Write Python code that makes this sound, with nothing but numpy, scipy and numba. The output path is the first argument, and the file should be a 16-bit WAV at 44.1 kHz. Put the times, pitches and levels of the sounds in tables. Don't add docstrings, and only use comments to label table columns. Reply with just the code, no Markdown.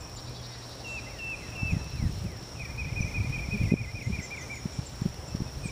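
import sys
import numpy as np
from scipy import signal
from scipy.fft import rfft, irfft
from scipy.io import wavfile
from scipy.ndimage import uniform_filter1d
from numba import njit

SR = 44100
rng = np.random.default_rng(int(sys.argv[2]) if len(sys.argv) > 2 else 0)


def put_to_file(sound):
    columns = np.atleast_2d(sound).T
    safe = np.clip(columns, -1, 1)
    whole_steps = np.round(safe * 32767)
    wavfile.write(sys.argv[1], SR, whole_steps.astype(np.int16))


def ratio_of_db(decibels):
    return 10 ** (np.asarray(decibels, float) / 20)


N = 251808


def at_level(x, db):
    return x * ratio_of_db(db) / np.sqrt(np.mean(x ** 2))


def add(track, s, sound):
    i = max(int(s * SR), 0)
    track[i:i + len(sound)] += sound[:max(N - i, 0)]


def walk(rate):
    k = int(SR / rate)
    held = np.repeat(rng.standard_normal(N // k + 1), k)
    return 1.87 * uniform_filter1d(uniform_filter1d(held, k), k)[:N]


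def ring(x, hz, width):
    return signal.lfilter(*signal.iirpeak(hz, hz / width, SR), x)


def noise(shape, swell_db, flicker_db):
    octaves = np.log2(np.maximum(np.arange(N // 2 + 1) * SR / N, 1))
    knots, db = np.transpose(shape)
    gain = ratio_of_db(np.interp(octaves, np.log2(knots), db)) * np.sqrt(SR / 2)
    spectrum = rfft(rng.standard_normal(N)) * gain
    swell, out = swell_db * walk(1.52), 0
    for octave in range(4, 15):
        share = np.clip(1 - abs(np.clip(octaves, 4, 14) - octave), 0, 1)
        out = out + irfft(spectrum * share, N) * ratio_of_db(swell + flicker_db * walk(12))
    return out


def syrinx(hz, gain):
    turn = 2 * np.pi * (np.cumsum(hz) / SR + rng.random())
    return np.sqrt(2) * gain * (np.sin(turn) + .01 * np.sin(2 * turn))


def notes(rows, blunt, lean):
    out = np.zeros(N)
    for s, length, first_hz, mid_hz, last_hz, db in rows:
        u = np.linspace(0, 1, int(length * SR))
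        hz = first_hz * (1 - u) * (1 - 2 * u) + 4 * mid_hz * u * (1 - u) + last_hz * u * (2 * u - 1)
        late = lean * (1.9 if last_hz > first_hz else 1)
        add(out, s, syrinx(hz, ratio_of_db(db) * np.sin(np.pi * u ** late) ** blunt))
    return out


def bent(rows, bend):
    return [(s, length, a, a + bend * (b - a), b, db) for s, length, a, b, db in rows]


# f/Hz, level/dB per Hz
AIR_SHAPE = [(30, -98), (60, -70), (120, -79.5), (250, -75.5), (650, -78), (1000, -82.5), (1600, -87),
             (3200, -90.5), (4300, -91), (7000, -94.5), (10000, -99.5), (15000, -101)]


def air():
    return noise(AIR_SHAPE, .3, .8)


# f/Hz, level/dB per Hz
HISS_SHAPE = [(60, -112), (250, -103), (1000, -104), (4000, -109), (6000, -109), (8000, -105),
              (11000, -109), (15000, -109)]


def hiss():
    return noise(HISS_SHAPE, 0.21, 0.67)


def chorus(count=40, centre_hz=5442, spread_hz=258, width_hz=215.0):
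    out = 0
    for tune, (rate, size) in zip(np.linspace(-1, 1, count), rng.standard_normal((count, 2))):
        clicks = np.zeros(N)
        gaps = SR / (150 + 30 * rate) * (1 + .08 * rng.standard_normal(2000))
        at = np.cumsum(gaps).astype(int)
        clicks[at[at < N]] = ratio_of_db(2.1 * size + 3.1 * tune)
        hz = centre_hz + spread_hz * tune
        out = out + ring(ring(clicks, hz, width_hz), hz, width_hz)
    return at_level(out * ratio_of_db(.7 * walk(9)), -50.5)


def pump(fade_db_s=0.74):
    hz = 122 + 1.0 * walk(4.5)
    gain = ratio_of_db(1.2 * walk(6) - fade_db_s * np.arange(N) / SR)
    return at_level(np.sin(2 * np.pi * np.cumsum(hz) / SR) * gain, -49.5)


# t/s, level/dB
GUSTS = [(0.0, -44.5), (0.65, -52), (1.49, -44.5), (1.73, -33.5), (1.89, -44.5), (2.05, -34), (2.46, -46),
         (3.23, -34), (3.44, -38), (3.62, -33), (3.86, -41), (4.15, -38), (4.25, -46.5), (5.04, -46),
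         (5.06, -33), (5.14, -46.5), (5.37, -42), (5.71, -42)]
# f/Hz, level/dB per Hz
RUMBLE_SHAPE = [(20, -27), (35, -6.5), (60, 3.5), (110, -4), (200, -13.5), (400, -29), (800, -45.5)]


def wind():
    s, db = np.transpose(GUSTS)
    rumble = at_level(noise(RUMBLE_SHAPE, 0.45, 1.2), -0.5)
    return rumble * ratio_of_db(np.interp(np.arange(N) / SR, s, db))


def eddies(count=170, calm_db=-39.5, growth=1.53):
    chance = rng.standard_normal((count, 4)).T
    at = (np.arange(count) + .5 + 0.395 * chance[0]) * N / SR / count
    wind_db = np.interp(at, *np.transpose(GUSTS))
    db = -32 + growth * (wind_db - calm_db) + 2.5 * chance[1]
    hz, ms = 113 * np.exp(0.2 * chance[2]), 12.2 * np.exp(0.59 * chance[3])
    return list(zip(at, db, hz, ms))


# t/s, peak level/dB, f/Hz, length/ms
HARD_EDDIES = [(1.633, -20, 122, 6.2), (1.724, -18.5, 122, 5.2), (1.736, -15, 125, 9.5),
               (1.769, -18.5, 133, 8.2), (2.04, -15.5, 147, 3.8), (2.056, -19, 114, 8.9),
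               (2.07, -19.5, 97, 20), (2.926, -21.5, 115, 9), (3.008, -14, 128, 4.9), (3.05, -20, 107, 9.2),
               (3.187, -25, 95, 22), (3.21, -23, 95.4, 35), (3.298, -24, 103.5, 15),
               (3.618, -14.5, 128, 7.3), (3.639, -17.5, 101, 9.9), (3.656, -20.5, 108, 18),
               (3.722, -10, 183, 6.1), (3.739, -8, 190, 6.2), (4.076, -22.5, 121, 20),
               (4.104, -23.5, 193, 14.5), (4.133, -22.5, 84, 11.6), (4.191, -23, 122, 7.2),
               (4.659, -18.5, 168.4, 6.4), (4.793, -18.5, 125, 7.8), (5.021, -19.5, 146, 6.6),
               (5.06, -17, 178, 10.7), (5.35, -18.5, 140, 5.4), (5.405, -20, 168, 3.8),
               (5.421, -19.5, 121, 5.7), (5.66, -20.5, 147, 6.9)]


def buffets():
    out = np.zeros(N)
    kicks = HARD_EDDIES + [e for e in eddies() if e[0] > .04]
    for (s, db, hz, ms), turn in zip(kicks, rng.random(len(kicks))):
        t = np.arange(-.04, .04, 1 / SR)
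        phase = 2 * np.pi * (hz * t + turn)
        point = 0.16 + 0.34 * ratio_of_db(db)
        kick = sum(point ** k * np.cos((k + 1) * phase) for k in range(4))
        add(out, s + t[0], ratio_of_db(db) * np.exp(-.5 * (t / (0.00037 * ms)) ** 2) * kick)
    return out


# t/s, length/s, centre f/Hz, width/Hz, level/dB
RASP_CALLS = [
    (0, .14, 2500, 160, -59),
    (.27, .08, 2400, 160, -59),
    (.865, .13, 7100, 1500, -55),
    (3.075, .07, 6350, 300, -60),
    (4.05, .11, 7100, 1400, -61),
    (4.245, .06, 6200, 500, -58),
    (4.43, .07, 6200, 500, -58),
    (4.71, .1, 7200, 1500, -58),
]


def rasps():
    out = np.zeros(N)
    for s, length, hz, width, db in RASP_CALLS:
        u = np.linspace(0, 1, int(length * SR))
        band = ring(ring(rng.standard_normal(len(u)), hz, width), hz, width)
        add(out, s, at_level(band, db) * np.sin(np.pi * u ** 0.5))
    return out


# t/s, length/s, first f/Hz, last f/Hz, level/dB
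SEEP_CALLS = [
    (.001, 0.017, 7700, 6900, -52),
    (1.706, .034, 7200, 6300, -56),
    (4.017, 0.049, 6800, 6300, -55),
    (4.205, 0.064, 7600, 6950, -49),
    (4.348, .087, 7000, 6560, -56),
    (4.511, 0.095, 7040, 6620, -51.5),
]


def seeps():
    return notes(bent(SEEP_CALLS, 0.23), blunt=0.45, lean=1.75)


# first step t/s, last step t/s
MOTOR_RUNS = [(.0229, .0229), (.0971, .2053), (.2961, .2961), (.4171, .5229), (.6949, .8085),
              (.8736, .9436), (1.1089, 1.1089), (1.188, 1.2999), (1.5036, 1.6741), (1.8437, 1.958),
              (2.127, 2.2428), (2.3184, 2.428), (2.596, 2.7639), (3.0031, 3.0031), (3.2347, 3.4056),
              (3.5742, 3.6899), (3.861, 4.0264), (4.1572, 4.1572), (4.199, 4.3641), (4.4268, 4.4797),
              (4.5571, 4.5571), (4.8964, 5.0137), (5.091, 5.144), (5.3632, 5.5878)]
# f/Hz, width/Hz, level/dB
BODY_MODES = [
    (2000, 900, -42),
    (4400, 620, -34),
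    (7100, 1000, -45),
    (10700, 880, -40),
    (15100, 1600, -42),
]


def motor(step_s=.0545):
    steps, ticks = np.zeros(N), []
    for first, last in MOTOR_RUNS:
        ticks += [first, *(last - step_s * np.arange(round((last - first) / step_s)))]
    for s, (size, rebound) in zip(ticks, rng.standard_normal((len(ticks), 2))):
        add(steps, s - .0003, ratio_of_db([1.4 * size]))
        add(steps, s, -ratio_of_db([1.5 * rebound - 8]))
    out = 0
    for k, (hz, width, db) in enumerate(BODY_MODES):
        out = out + (-1) ** k * ratio_of_db(db) * ring(steps, hz, width)
    return ratio_of_db(15.5) * out


# t/s, level/dB
SCOLDS = [(0.155, -48.5), (0.249, -50.5), (.335, -49), (.42, -47), (0.511, -49), (.605, -51.5),
          (0.694, -48), (0.775, -54), (.865, -54), (.96, -53)]


def chatter(pulse_hz=404., rise=.11, length=.055, rough=.014):
    out, u = np.zeros(N), np.linspace(0, 1, int(length * SR))
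    for s, db in SCOLDS:
        shake = uniform_filter1d(rng.standard_normal(len(u)), 100) * 10
        hz = pulse_hz * (1 - rise * (1 - u) ** 1.5 + rough * shake)
        turn = 2 * np.pi * np.cumsum(hz) / SR
        parts = zip(range(9, 14), (-9, 0, -2.5, -1, -8))
        stack = sum(ratio_of_db(part_db) * np.sin(k * turn) for k, part_db in parts)
        add(out, s, ratio_of_db(db) * stack * np.sin(np.pi * u ** 1.2))
    return out


# t/s, length/s, first f/Hz, last f/Hz, level/dB
CHIP_CALLS = [
    (.158, 0.02, 8060, 7070, -44.5),
    (4.218, .03, 6840, 6260, -45.5),
    (4.408, 0.024, 6570, 6070, -45.5),
    (4.86, 0.015, 7930, 7300, -42.5),
]


def chips():
    return notes(bent(CHIP_CALLS, .9), blunt=0.45, lean=1.75)


# t/s, length/s, first f/Hz, last f/Hz, level/dB
FAR_NOTES = [(.36, .06, 3530, 3240, -57), (.5, .14, 2070, 1820, -60), (1.063, 0.017, 2000, 2110, -45.5),
             (1.42, 0.026, 2000, 2080, -55), (1.455, .19, 2700, 2220, -53.5), (3.3, 0.12, 3030, 3210, -62),
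             (3.638, .016, 2830, 2480, -48), (4.74, .06, 2370, 2320, -59), (5.055, .03, 2560, 2560, -60),
             (4.36, 0.088, 3530, 3610, -61), (5.16, 0.028, 2940, 2870, -61),
             (5.285, 0.063, 2640, 2635, -58), (5.456, .045, 2590, 2480, -58),
             (5.464, 0.04, 3750, 3480, -61)]


def far_notes():
    return notes(bent(FAR_NOTES, 0.478), blunt=0.33, lean=0.62)


# t/s, length/s, held f/Hz, last f/Hz, level/dB
LONG_WHISTLES = [
    (0.839, 0.16, 2693, 2360, -38),
    (1.184, 0.17, 2674, 2385, -35.5),
    (1.55, .173, 2652, 2395, -36),
]


def whistles(hook_hz=306.0, hook_s=0.00884, droop_s=0.049):
    out = np.zeros(N)
    for s, length, held_hz, last_hz, db in LONG_WHISTLES:
        t = np.arange(0, length, 1 / SR)
        droop = np.clip(1 - (length - t) / droop_s, 0, 1) ** 1.87
        hook = hook_hz * np.exp(-t / hook_s)
        hz = held_hz + hook + 12 * (.5 - t / length) - (held_hz - last_hz) * droop
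        edges = np.clip(np.minimum(t / .006, (length - t) / 0.0051), 0, 1)
        swell = ratio_of_db(db - 9.9 * np.exp(-t / 0.031) - 1.1 * droop) * edges
        add(out, s, syrinx(hz, swell))
    return out


# middle t/s, level/dB
FALLING_SLURS = [
    (1.141, -54.5),
    (1.433, -55),
    (1.737, -53.5),
    (2.021, -53.5),
    (2.316, -56),
    (2.627, -54),
]


def slurs(length=.15):
    rows = [(s - length / 2, length, 2845, 2080, 1743, db) for s, db in FALLING_SLURS]
    return notes(rows, blunt=0.33, lean=0.62)


# t/s, length/s, first f/Hz, last f/Hz, level/dB
PIP_CALLS = [
    (1.35, 0.17, 4170, 4000, -60),
    (1.77, 0.066, 4110, 4000, -61),
    (1.962, 0.037, 3700, 4300, -53),
    (2.048, 0.036, 3650, 4250, -57),
    (2.148, 0.042, 3800, 4300, -58),
    (3.008, 0.027, 5980, 5840, -41),
    (3.072, 0.011, 5740, 6400, -55),
    (4.855, 0.0085, 8800, 7600, -51),
    (5.02, .021, 7500, 7000, -57),
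    (5.275, .016, 6930, 7700, -49),
]


def pips():
    return notes(bent(PIP_CALLS, 0.506), blunt=0.53, lean=0.89)


# t/s, length/s, first f/Hz, last f/Hz, level/dB
ARC_CALLS = [
    (1.868, 0.058, 3800, 3970, -55),
    (5.633, 0.054, 8040, 6260, -46.5),
]


def arcs(rise_hz=286):
    rows = [(s, length, a, a + rise_hz, b, db) for s, length, a, b, db in ARC_CALLS]
    return notes(rows, blunt=0.45, lean=1.75)


def phrases(rows, phrase):
    out = []
    for s, top_hz, *dbs in rows:
        for (after, length, a, b, c), db in zip(phrase, dbs):
            out.append((s + after, length, top_hz * a, top_hz * b, top_hz * c, db))
    return out


# middle of arch t/s, top f/Hz, arch level/dB, quick drop level/dB, up-slur level/dB
FIRST_WARBLER = [(2.609, 2480, -64, -41, -53), (2.802, 2497, -36.5, -40, -51),
                 (2.983, 2484, -35, -35.5, -51), (3.163, 2478, -34.5, -37.5, -51),
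                 (3.347, 2482, -35.5, -36.5, -54), (3.534, 2503, -35.5, -40, -51),
                 (3.726, 2490, -38, -42, -52), (3.905, 2460, -53.5, -58, -62), (4.085, 2450, -62, -60, -66),
                 (4.27, 2440, -61, -60, -64), (4.45, 2450, -56, -58, -64), (5.645, 2470, -62, -42, -57)]
SECOND_WARBLER = [(2.705, 2460, -50, -52, -58), (2.883, 2525, -44.5, -49, -58),
                  (3.069, 2490, -42, -47, -54), (3.249, 2474, -43.5, -50, -54),
                  (3.430, 2465, -43, -51, -56), (3.614, 2490, -40, -42.5, -41.5),
                  (3.797, 2492, -37.5, -41, -41.5), (3.971, 2504, -40.5, -41, -42),
                  (4.147, 2453, -40, -40, -43), (4.332, 2430, -39, -41, -44),
                  (4.523, 2387, -38.5, -43.5, -68)]
# start after middle of arch t/s, length/s, first, middle, last f as share of top
FIRST_PHRASE = [
    (-.028, .057, .95, 1.0, 0.878),
    (0.039, 0.0178, 1.09, 0.95, 0.94),
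    (0.049, .075, .77, .825, .885),
]
SECOND_PHRASE = [
    (-.031, .062, .895, 0.99, .84),
    (.036, 0.0278, 1.14, .91, 0.81),
    (.058, 0.0503, .775, .815, .865),
]
# t/s, length/s, first f/Hz, last f/Hz, level/dB
SONG_OPENINGS = [
    (2.591, .046, 2507, 2150, -41),
    (5.632, 0.044, 2480, 2240, -43.5),
]


def warblers():
    rows = phrases(FIRST_WARBLER, FIRST_PHRASE) + phrases(SECOND_WARBLER, SECOND_PHRASE)
    song = notes(rows + bent(SONG_OPENINGS, .14), blunt=0.71, lean=0.98)
    return ratio_of_db(1.2) * ring(song, 2450, 1100.0)


def trees(x, t60_s=1.4, first_s=0.023):
    t = np.arange(int(1.5 * SR)) / SR
    tail = rng.standard_normal(len(t)) * ratio_of_db(-60 * t / t60_s) * np.clip(t / first_s - 1, 0, 1)
    return signal.fftconvolve(x, tail / np.sqrt(np.sum(tail ** 2)))[:N]


def scene():
    low = far_notes() + whistles() + slurs() + warblers()
    high = rasps() + seeps() + chips() + pips() + arcs()
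    scold = chatter()
    far = trees(ratio_of_db(-13.0) * low + ratio_of_db(-10.0) * high + ratio_of_db(-3.5) * scold)
    near = trees(ratio_of_db(-11.5) * low + ratio_of_db(-10.5) * high + ratio_of_db(-14.0) * scold, t60_s=0.1, first_s=0.0047)
    birds = low + high + ratio_of_db(-0.5) * scold + near + far
    mid = birds + air() + chorus() + pump() + wind() + buffets() + motor()
    side = hiss()
    return np.array([mid + side, mid - side])


@njit
def follow(x, release):
    out, e = np.empty(len(x)), 1e-6
    for i in range(len(x)):
        e = max(abs(x[i]), e * release)
        out[i] = e
    return out


def low_pass(x):
    return signal.sosfilt(signal.butter(12, 16410, fs=SR, output="sos"), x)


def record(dry):
    hz = np.arange(N // 2 + 1) * SR / N
    off = (hz - 12530) / 1500
    notch = abs(off) / np.sqrt(1 + off ** 2)
    x = irfft(rfft(dry) * notch * (hz < 15310), N)
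    peak = follow(x.mean(axis=0), np.exp(-1 / (.5 * SR)))
    duck = uniform_filter1d(np.minimum(ratio_of_db(-14) / peak, 1) ** 0.58, 200)
    return low_pass(x * duck)


dry = scene()
out = record(dry)
put_to_file(out)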